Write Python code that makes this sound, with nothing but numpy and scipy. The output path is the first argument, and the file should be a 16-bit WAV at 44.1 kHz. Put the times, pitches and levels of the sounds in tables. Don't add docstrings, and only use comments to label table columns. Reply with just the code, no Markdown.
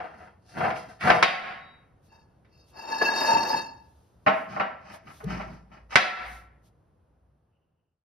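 import sys
import numpy as np
from scipy import signal
from scipy.fft import rfft, irfft, next_fast_len
from scipy.io import wavfile
from scipy.ndimage import uniform_filter1d, minimum_filter1d

SR = 44100
rng = np.random.default_rng(int(sys.argv[2]) if len(sys.argv) > 2 else 0)


def file_out(sig):
    cols = np.atleast_2d(sig).T
    lim = np.clip(cols, -1, 1)
    pcm = np.round(lim * 32767).astype(np.int16)
    wavfile.write(sys.argv[1], SR, pcm)


N = 355429
TIME = np.arange(N) / SR
RING_TIME, BURST_TIME = TIME[:N // 8], TIME[:N // 40]

# pitch_hz, width_db
STEREO_WIDTH = [(50, -16), (170, -14), (380, -6), (600, -4), (1000, -1.5), (2100, -7), (4400, -6),
                (6200, -2), (7600, 23), (10000, -14.5), (12000, -2), (14500, 7.5)]
# pitch_hz, level_db
AIR_EQ = [(20, -24), (40, -15.5), (70, -0.5), (150, -6.5), (250, -15), (520, -16.5), (950, -22),
          (1500, -29), (2200, -40), (2900, -40.5), (3600, -44.5), (7000, -49), (11000, -48.5), (15000, -65)]
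STRIKE_PLACES = ["hinge", "latch", "socket", "stop"]
# pitch_hz, t60_s, hinge_db, latch_db, socket_db, stop_db
FRAME_PARTIALS = [(475.3, 0.71, -6, -26.5, -30, -15.5), (508.4, 1, -19.5, -27, -13, -21),
                  (649, 0.73, -3.5, -11, 0.5, -21), (661.4, 0.73, -5.5, -7, -2, -11),
                  (733, 0.79, -0.5, -6.5, -16.5, -3.5), (771, 0.79, -2, -3, -4, -11.5),
                  (894, 0.51, -16.5, -22.0, -11.5, -21.5), (980, 0.68, -9.0, -22, -20.5, -23.0),
                  (1008, 0.92, -11.5, -22.5, -20.5, -14), (1085, 0.94, -20.5, -8, -9.5, -17),
                  (1222, 0.4, -14.5, -19.5, -20, -22.0), (1336, 0.77, -8, -4.5, -4, -4.5),
                  (1340, 0.84, -13.0, -4.5, -3.5, -4), (1433, 1, -11.0, -19.5, -21.0, -13),
                  (1488, 0.7, -16.5, -11.5, -15.0, -7.5), (1700, 0.29, -15.5, -20.0, -23, -19),
                  (1647, 0.62, -23.5, -6, -10.5, -13.5), (1863, 0.61, -13, -22.5, -13.0, -8),
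                  (1968, 0.6, -20.5, -8.5, -14, -11.5), (2000, 0.6, -13.0, -15.5, -13.5, -15.5),
                  (2185, 0.59, -10.5, -13, -11, -10.5), (2265, 0.36, -10.5, -16, -18.5, -12.0),
                  (2369, 0.52, -26.5, -18.5, -28.5, -6.0), (2412, 0.44, -25.5, -10, -20.5, -26.5),
                  (2600, 0.58, -24.0, -8, -27.0, -5.5), (2650, 0.64, -12.5, -29.0, -18, -9),
                  (2740, 0.57, -17.0, -23, -29.5, -10.5), (2885, 0.57, -26.5, -13.5, -15.5, -18),
                  (2910, 0.69, -25.5, -23.5, -16, -16.5), (3080, 0.67, -27.5, -15, -26.0, -23.5),
                  (3244, 0.56, -11.0, -11, -39.5, -13), (3236, 0.55, -14.5, -10.0, -32.0, -18.5),
                  (3340, 0.55, -31.5, -19.5, -23.5, -14.5), (3430, 0.55, -21.5, -14.5, -26.0, -11.5),
                  (3660, 0.54, -19.5, -11.5, -28.0, -28), (3704, 0.54, -17.0, -13, -26, -8),
                  (3810, 0.59, -28, -12.0, -39.5, -14.5), (3850, 0.54, -21.0, -13.5, -20, -20.5),
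                  (4120, 0.49, -22, -16, -34.5, -11), (4371, 0.53, -19, -34, -23, -33.0),
                  (4610, 0.52, -16.0, -11.5, -25.5, -14.5), (4753, 0.67, -27.5, -16, -40.5, -31),
                  (4860, 0.57, -21.0, -23.5, -27, -12), (5109, 0.55, -19, -20, -39, -24.5),
                  (5250, 0.7, -15.0, -21, -37.5, -35.0), (5410, 0.51, -29, -31.5, -27.5, -18.5)]
# pitch_hz, hinge_db, latch_db, socket_db, stop_db
PLATE_EQ = [(92.7, -27, -27.5, -38, -29.5), (203, -6.5, -10.5, 1.5, -15.5), (380, -4.5, -14, -7, -15.5),
            (546, -3, -6, 1, -8.5), (695, 6.5, 0.5, 9.5, -3), (930, 0, -3.5, 6, -7), (1360, -2, -1, 4, -4),
            (2040, -1, 1.5, 2.5, 2), (2820, -6.5, -4.5, -6, -9.5), (3600, -16, -11.5, -17, -13),
            (5100, -13.5, -14, -13, -14), (6200, -20, -20.5, -20, -19), (9900, -23.5, -24, -34, -26),
            (14640, -37, -39, -45.5, -34)]
# pitch_hz, t60_s
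RING_DECAY = [(100, 0.98), (350, 0.58), (700, 0.65), (2000, 0.58), (4000, 0.48), (7000, 0.4), (13000, 0.49)]
# place, start_s, rise_s, hold_s, grind_db, hiss_db, rumble_db
GRIND_SHOVES = [("hinge", 0.0, .005, 0.051, -39.5, -71.5, -87.5),
                ("hinge", 0.17, 0.072, 0.076, -48.5, -70.5, -60.5),
                ("hinge", 0.49, 0.03, 0.1, -56.5, -61, -72),
                ("hinge", 0.575, 0.017, 0.11, -29, -56.5, -36.5),
                ("hinge", 0.76, 0.013, 0.017, -43, -52.5, -46.5),
                ("hinge", 0.885, 0.012, 0.01, -51, -59.5, -53),
                ("latch", 1.006, 0.0053, 0.062, -30, -47.5, -71),
                ("hinge", 1.052, 0.011, 0.11, -19.5, -44, -31),
                ("socket", 4.895, 0.044, 0.017, -44.5, -58.5, -53.5),
                ("socket", 5.072, 0.014, 0.015, -48.5, -63, -50.5),
                ("socket", 4.5, 0.016, 0.055, -45, -57, -47.5),
                ("socket", 5.305, 0.027, 0.018, -34, -50.5, -37),
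                ("socket", 5.36, .015, 0.052, -42.5, -58.5, -42),
                ("socket", 5.48, 0.023, 0.062, -57.5, -66, -49.5),
                ("socket", 5.724, 0.016, 0.008, -51.5, -67, -55.5),
                ("socket", 5.908, 0.005, 0.044, -34, -48, -66.5)]
# place, low_hz, high_hz
GRIND_RANGES = [("hinge", 150, 1600), ("latch", 1300, 1700), ("socket", 800, 2400)]
# pitch_hz, level_db
BASE_EQ = [(40, -25.5), (100, -3.5), (150, 1.5), (195, 4), (260, -6), (400, -10.5), (700, -50.5)]
# start_s, place, strength_db, brightness_hz
FRAME_HITS = [(0.001, "hinge", -28, 2000), (0.575, "hinge", -29, 2800), (0.604, "hinge", -18.5, 1700),
              (0.647, "hinge", -18.5, 1900), (0.7025, "hinge", -22, 2880), (0.758, "hinge", -29.5, 3200),
              (1.072, "hinge", -13.5, 2780), (1.1013, "hinge", -1, 3600), (1.114, "hinge", -5, 2220),
              (1.144, "hinge", -10, 1200), (1.226, "latch", 2, 5620), (2.447, "stop", -57, 4500),
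              (4.263, "socket", -8, 2570), (4.2695, "socket", -5, 2700), (4.561, "socket", -18, 1590),
              (4.597, "socket", -11, 2600), (5.202, "socket", -35.5, 2000), (5.396, "socket", -23, 1700),
              (5.956, "stop", 6, 6000)]
# pitch_hz, level_db
ROCKING_EQ = [(25, -5), (60, -4), (130, 12), (250, -7), (600, -44.5)]
# peak_s, level_db, pitch_hz, half_length_s
STEEL_TONES = [(1.139, -23, 725, .03), (1.68, -58, 3825, 0.12), (3.02, -16, 1700, 0.0082),
               (3.06, -24.5, 2658, 0.01366), (3.085, -23.5, 1658, 0.026), (3.303, -20, 910, 0.021),
               (3.36, -12.5, 909, 0.015), (3.548, -13.5, 894, .005), (5.245, -34, 432, 0.009),
               (5.258, -30, 140, .012), (5.277, -27, 186, .013), (5.34, -37.5, 174.3, .025),
               (5.397, -33.5, 188, .014)]
# peak_s, level_db, half_length_s
BRUSH_CUES = [(2.061, -71.5, 0.032), (2.699, -67.5, .032), (3.291, -54, 0.063), (3.557, -56.5, .046),
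              (3.977, -75.5, .22), (4.377, -65, 0.091), (4.948, -56, 0.025), (5.163, -61, 0.078),
              (5.244, -52.5, 0.0037), (6.324, -58, 0.087), (6.666, -68, 0.029)]
# pitch_hz, level_db
BRUSH_EQ = [(1500, -13), (3500, -1), (5200, -2.5), (7500, -3), (10000, -5.5), (12500, -6), (14000, -15)]
# start_s, rise_s, hold_s, bending_db, wall_db, rub_db
TUBE_GRAZES = [(2.13, 0.026, 0.019, -61.5, -63, -64.5), (2.55, 0.022, 0.044, -79, -62.5, -75),
               (2.745, 0.015, 0.032, -71, -66.5, -61)]
# time_s, level_db
SCRAPE_CURVE = [(2.7, -88), (2.78, -54), (2.86, -48), (2.912, -39), (2.995, -42), (3.04, -35),
                (3.14, -36.5), (3.304, -30), (3.42, -36), (3.56, -36), (3.69, -58), (3.9, -86)]
# pitch_hz, width_hz, level_db
BENDING_MODES = [(909.3, 16, 1.5), (880, 39, -1.5), (1698.5, 39, -0.5), (1714, 47, -15), (2580, 18, -32)]
# pitch_hz, width_hz, level_db
WALL_MODES = [(2683, 27, 6), (3760, 14, -3), (4550, 30, -5.5), (4414, 20, 3), (4490, 16, -0.5),
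              (4670, 28, -2), (4670, 28, -2.5), (4960, 28, -7), (5000, 19, -0.5), (5330, 40, -3.5),
              (5710, 19.8, -2), (6240, 27, -8.5), (6777, 28, -8), (7470, 31, -11.5), (8140, 25, -21),
              (8796, 24, -14), (9572, 24, -20.5), (10270, 40, -19.5), (11122, 50, -27), (11461, 30, -24.5),
              (12129, 31, -15), (12540, 130, -13.5)]
# pitch_hz, level_db
RUB_EQ = [(60, -29.5), (145, -27), (185, 0), (310, 5.5), (430, 3.5), (680, 7.5), (1100, 5.5), (1450, -2),
          (2200, -9), (3400, -21), (5000, -39), (7000, -50), (12000, -42.5), (15000, -37)]
# start_s, knock_db, thud_db
TUBE_BUMPS = [(3.013, -18, -39), (3.21, -33.5, -45.5), (3.322, -33, -32), (3.362, -22.5, -36.5),
              (3.531, -33.5, -34.5)]
# start_s, rise_s, hold_s, level_db
DRONE_SWELLS = [(5.27, .02, 0.054, -38.5), (5.47, .04, 0.07, -52), (5.82, 0.055, .1, -52),
                (6.27, .05, 0.09, -46), (7.15, .08, .13, -59)]
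# start_s, rise_s, hold_s, level_db
BIRD_CUES = [(7.52, .03, .41, -81)]
# pitch_hz, level_db
BIRD_EQ = [(1500, -70), (2350, -18), (2650, -4), (2950, 0), (3250, -18), (4500, -70)]


def from_db(db):
    return np.exp(np.asarray(db) * (np.log(10) / 20))


def unit_power(x):
    return x / np.sqrt(np.mean(x ** 2) + 1e-20)


def unit_energy(x):
    return unit_power(x) / np.sqrt(x.shape[-1])


def at_hz(points, hz):
    points_hz, values = np.transpose(points)
    return np.interp(np.log(np.maximum(hz, 1)), np.log(points_hz), values)


def butter(x, hz, kind, order=2):
    return signal.sosfilt(signal.butter(order, hz, kind, fs=SR, output="sos"), x)


def through(force, response):
    return signal.oaconvolve(np.atleast_2d(force), response, axes=-1)[:, :N]


def add(out, start_s, sound):
    start = max(round(start_s * SR), 0)
    out[:, start:start + sound.shape[-1]] += sound[:, :N - start]


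def spread(mid, side, hz):
    width = from_db(at_hz(STEREO_WIDTH, hz))
    return np.array([mid + width * side, mid - width * side]) / np.sqrt(1 + width ** 2)


def noise(eq, size=N):
    length = next_fast_len(size)
    mid, side = rfft(rng.standard_normal((2, length)))
    hz = np.arange(len(mid)) * SR / length
    spectrum = spread(mid, side, hz) * from_db(at_hz(eq, hz))
    return unit_power(irfft(spectrum, length)[:, :size])


def burst(eq, rise_s, decay_s):
    envelope = (1 - np.exp(-BURST_TIME / rise_s)) * np.exp(-BURST_TIME / decay_s)
    return envelope * noise(eq, len(BURST_TIME))


def swells(cues, release_s):
    power = 0
    for start_s, rise_s, hold_s, *levels_db in cues:
        early = np.maximum(start_s - TIME, 0) / rise_s
        late = np.maximum(TIME - start_s - hold_s, 0) / release_s
        envelope = np.exp(-np.minimum(early + late, 30))
        power = power + np.outer(from_db(levels_db), envelope) ** 2
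    return np.sqrt(power)


def bell_curve(from_peak_s, half_s):
    return np.exp(-np.minimum((from_peak_s / half_s) ** 2, 50))


def flutter(per_s, depth_db):
    knots_s = np.arange(0, TIME[-1] + 1, 1 / per_s)
    wobble = rng.standard_normal(2000)[:len(knots_s)]
    return from_db(depth_db * np.interp(TIME, knots_s, wobble))


def outdoor_air():
    return from_db(-60.5) * noise(AIR_EQ)


def mode(hz, t60_s):
    phase = 2 * np.pi * (hz * RING_TIME + rng.random())
    tone = spread(np.sin(phase), np.cos(phase) * rng.choice([-1, 1]), hz)
    return tone * from_db(-60 * RING_TIME / t60_s)


def frame_modes(split_hz, twin_db, joint_loss_db_per_s):
    pairs = []
    for hz, t60_s, *_ in FRAME_PARTIALS:
        twin_hz = hz + split_hz * rng.uniform(0.32, 1.8) * rng.choice([-1, 1])
        pairs.append(mode(hz, t60_s) + from_db(twin_db) * mode(twin_hz, t60_s))
    rings = np.array(pairs) * from_db(-joint_loss_db_per_s * RING_TIME)
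    strengths = from_db(np.array(FRAME_PARTIALS)[:, 2:].T)
    return dict(zip(STRIKE_PLACES, np.tensordot(strengths, rings, axes=1)))


def dense_ring(eq, damping):
    size = len(RING_TIME)
    spectrum = rfft(noise(eq, size), 2 * next_fast_len(size // 2 + 1))
    hz = np.linspace(1, SR / 2, spectrum.shape[-1])
    octaves_hz = np.geomspace(100, 12800, 8)
    out = 0
    for centre_hz, solo in zip(octaves_hz, np.eye(len(octaves_hz))):
        crossover = np.interp(np.log(hz), np.log(octaves_hz), solo)
        band = irfft(spectrum * crossover)[:, :size]
        out = out + band * from_db(-60 * RING_TIME * damping / at_hz(RING_DECAY, centre_hz))
    return out


def frame_response(clear_rings, place, damping, modes_db, crack_db, crack_s, grip_db_per_s):
    eq = np.array(PLATE_EQ)[:, [0, 1 + STRIKE_PLACES.index(place)]]
    attack = 1 - np.exp(-RING_TIME / 0.0018)
    out = dense_ring(eq, damping) + from_db(modes_db) * clear_rings[place] * attack
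    add(out, 0, from_db(crack_db) * burst(eq, rise_s=0.00054, decay_s=crack_s))
    return out * from_db(-grip_db_per_s * RING_TIME)


def slips(per_s, uneven_db):
    sizes = from_db(uneven_db * np.minimum(rng.exponential(1, N), 4)) * rng.choice([-1, 1], N)
    force = sizes * (rng.random(N) < per_s / SR)
    local_power = np.maximum(uniform_filter1d(force ** 2, size=2000), 0)
    return force / np.sqrt(local_power + 1e-4)


def grinding(clear_rings):
    shaking = flutter(per_s=60, depth_db=2) * noise(BASE_EQ)
    out = 0
    for place, low_hz, high_hz in GRIND_RANGES:
        shoves = [row[1:] for row in GRIND_SHOVES if row[0] == place]
        grind, hiss, rumble = swells(shoves, release_s=0.045)
        held = frame_response(clear_rings, place, damping=0.91, modes_db=-2.5,
                              crack_db=11, crack_s=0.022, grip_db_per_s=110.5)
        coarse_ring = butter(butter(held, low_hz, "high", order=1), high_hz, "low")
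        fine_ring = butter(butter(held, 4300, "high", order=3), 13000, "low", order=1)
        coarse_force = grind * flutter(per_s=70, depth_db=3) * slips(per_s=600, uneven_db=4)
        coarse = through(coarse_force, unit_energy(coarse_ring))
        fine = through(hiss * slips(per_s=1500, uneven_db=3), unit_energy(fine_ring))
        out = out + from_db(-0.5) * coarse + from_db(1) * fine + from_db(1.5) * rumble * shaking
    return out


def clanks(clear_rings, bounce_s=0.0055, bounce_db=-7):
    voicings = {
        "hinge": dict(damping=1.0, modes_db=-3, crack_db=12, crack_s=0.011, grip_db_per_s=21.5),
        "latch": dict(damping=0.82, modes_db=-6, crack_db=14.5, crack_s=0.011, grip_db_per_s=2.5),
        "socket": dict(damping=0.66, modes_db=-3, crack_db=8.5, crack_s=0.02, grip_db_per_s=50),
        "stop": dict(damping=0.91, modes_db=-6, crack_db=10.5, crack_s=0.014, grip_db_per_s=5)}
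    struck = {place: frame_response(clear_rings, place, **voicings[place]) for place in STRIKE_PLACES}
    out = np.zeros((2, N))
    for start_s, place, strength_db, brightness_hz in FRAME_HITS:
        attack = 1 - np.exp(-RING_TIME * brightness_hz / 2.2)
        clank = from_db(strength_db - 16) * butter(struck[place] * attack, brightness_hz, "low")
        add(out, start_s, clank)
        add(out, start_s + bounce_s * rng.uniform(0.8, 1.2), from_db(bounce_db) * clank)
        add(out, start_s, from_db(strength_db - 28) * burst(BASE_EQ, rise_s=0.002, decay_s=0.02))
        rocking_db = 2 * strength_db - 27.5
        add(out, start_s, from_db(rocking_db) * burst(ROCKING_EQ, rise_s=0.003, decay_s=0.0082))
    return out


def steel_tones():
    out = np.zeros((2, N))
    for peak_s, level_db, hz, half_s in STEEL_TONES:
        lead_s = 3 * half_s
        envelope = from_db(level_db) * bell_curve(RING_TIME - lead_s, half_s)
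        add(out, peak_s - lead_s, envelope * mode(hz, t60_s=np.inf))
    return out


def garage(x, wet_db):
    tail = dense_ring(eq=[(100, 2.5), (3000, -6.5), (14000, -12)], damping=1)
    return x + from_db(wet_db) * through(x, unit_energy(tail))


def brushes():
    envelope = sum(from_db(db) * bell_curve(TIME - peak_s, half_s) for peak_s, db, half_s in BRUSH_CUES)
    return envelope * noise(BRUSH_EQ)


def tube_response(modes):
    rings = sum(from_db(db) * unit_energy(mode(hz, t60_s=np.log(1000) / (np.pi * width_hz)))
                for hz, width_hz, db in modes)
    attack = (1 - np.exp(-RING_TIME / 0.00072)) ** 2
    return unit_energy(rings * attack)


def tube_ring(force, modes, flares_per_s, depth_db, groups):
    powers = from_db(np.array(modes)[:, 2]) ** 2
    out = 0
    for k in range(groups):
        share = powers[k::groups].sum() / powers.sum()
        ring = through(force * flutter(flares_per_s, depth_db), tube_response(modes[k::groups]))
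        out = out + np.sqrt(share) * ring
    return out


def tube():
    times_s, levels_db = np.transpose(SCRAPE_CURVE)
    scrape = from_db(np.interp(TIME, times_s, levels_db)) * (TIME >= times_s[0]) * (TIME <= times_s[-1])
    effort = scrape / scrape.max()
    graze_bending, graze_wall, graze_rub = swells(TUBE_GRAZES, release_s=0.061)
    bending = from_db(6) * scrape.max() * effort ** 1.014 + graze_bending
    wall = from_db(0.8) * scrape + graze_wall
    rubbing = from_db(0.5) * scrape + graze_rub
    bending_force = bending * slips(per_s=2500, uneven_db=8.5)
    out = tube_ring(bending_force, BENDING_MODES, flares_per_s=30, depth_db=1, groups=2)
    wall_force = wall * slips(per_s=900, uneven_db=3.5)
    out += tube_ring(wall_force, WALL_MODES, flares_per_s=45, depth_db=4.5, groups=3)
    out += rubbing * flutter(per_s=73, depth_db=1.5) * noise(RUB_EQ)
    for start_s, knock_db, thud_db in TUBE_BUMPS:
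        add(out, start_s, from_db(knock_db) * burst(RUB_EQ, rise_s=0.0022, decay_s=0.015))
        add(out, start_s, from_db(thud_db) * burst(BASE_EQ, rise_s=0.017, decay_s=0.022))
    return out


def drone(pitch_hz=57, step_hz=3.8, step_at_s=6.45, glide_s=0.15):
    envelope, = swells(DRONE_SWELLS, release_s=0.15)
    hz = pitch_hz + step_hz * (1 + np.tanh((TIME - step_at_s) / glide_s)) / 2
    return envelope * np.sin(2 * np.pi * np.cumsum(hz) / SR)


def bird():
    envelope, = swells(BIRD_CUES, release_s=0.03)
    return envelope * flutter(per_s=30, depth_db=3) * noise(BIRD_EQ)


def scene():
    clear_rings = frame_modes(split_hz=11, twin_db=-3, joint_loss_db_per_s=14.5)
    sled = clanks(clear_rings) + grinding(clear_rings)
    lean_left = from_db([[0.9], [-0.9]])
    post = garage(tube() + steel_tones(), wet_db=-15) * lean_left
    return sled + post + brushes() + drone() + bird() + outdoor_air()


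def gain_control(x, limit_db, hold_s, release_db_per_s, attack_s):
    power = uniform_filter1d(np.mean(x ** 2, axis=0), size=200)
    over_db = np.maximum(10 * np.log10(np.maximum(power, 1e-12)) - limit_db, 0)
    window = 2 * int(hold_s * SR / 2) + 1
    held_db = -minimum_filter1d(-over_db, window, origin=window // 2)
    release_db = release_db_per_s * TIME
    duck_db = np.maximum.accumulate(held_db + release_db) - release_db
    pole = np.exp(-1 / (attack_s * SR))
    return x * from_db(-signal.lfilter([1 - pole], [1, -pole], duck_db))


def record(dry):
    ceiling, fade_s, cutoff_hz = 0.88, 1.75, 15800
    ducked = gain_control(dry, limit_db=-10.5, hold_s=0.18, release_db_per_s=90, attack_s=0.004)
    rounded = ceiling * np.tanh(ducked / ceiling)
    fade = np.minimum((N / SR - TIME) / fade_s, 1)
    return butter(rounded * fade, cutoff_hz, "low", order=16)


dry = scene()
out = record(dry)
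file_out(out)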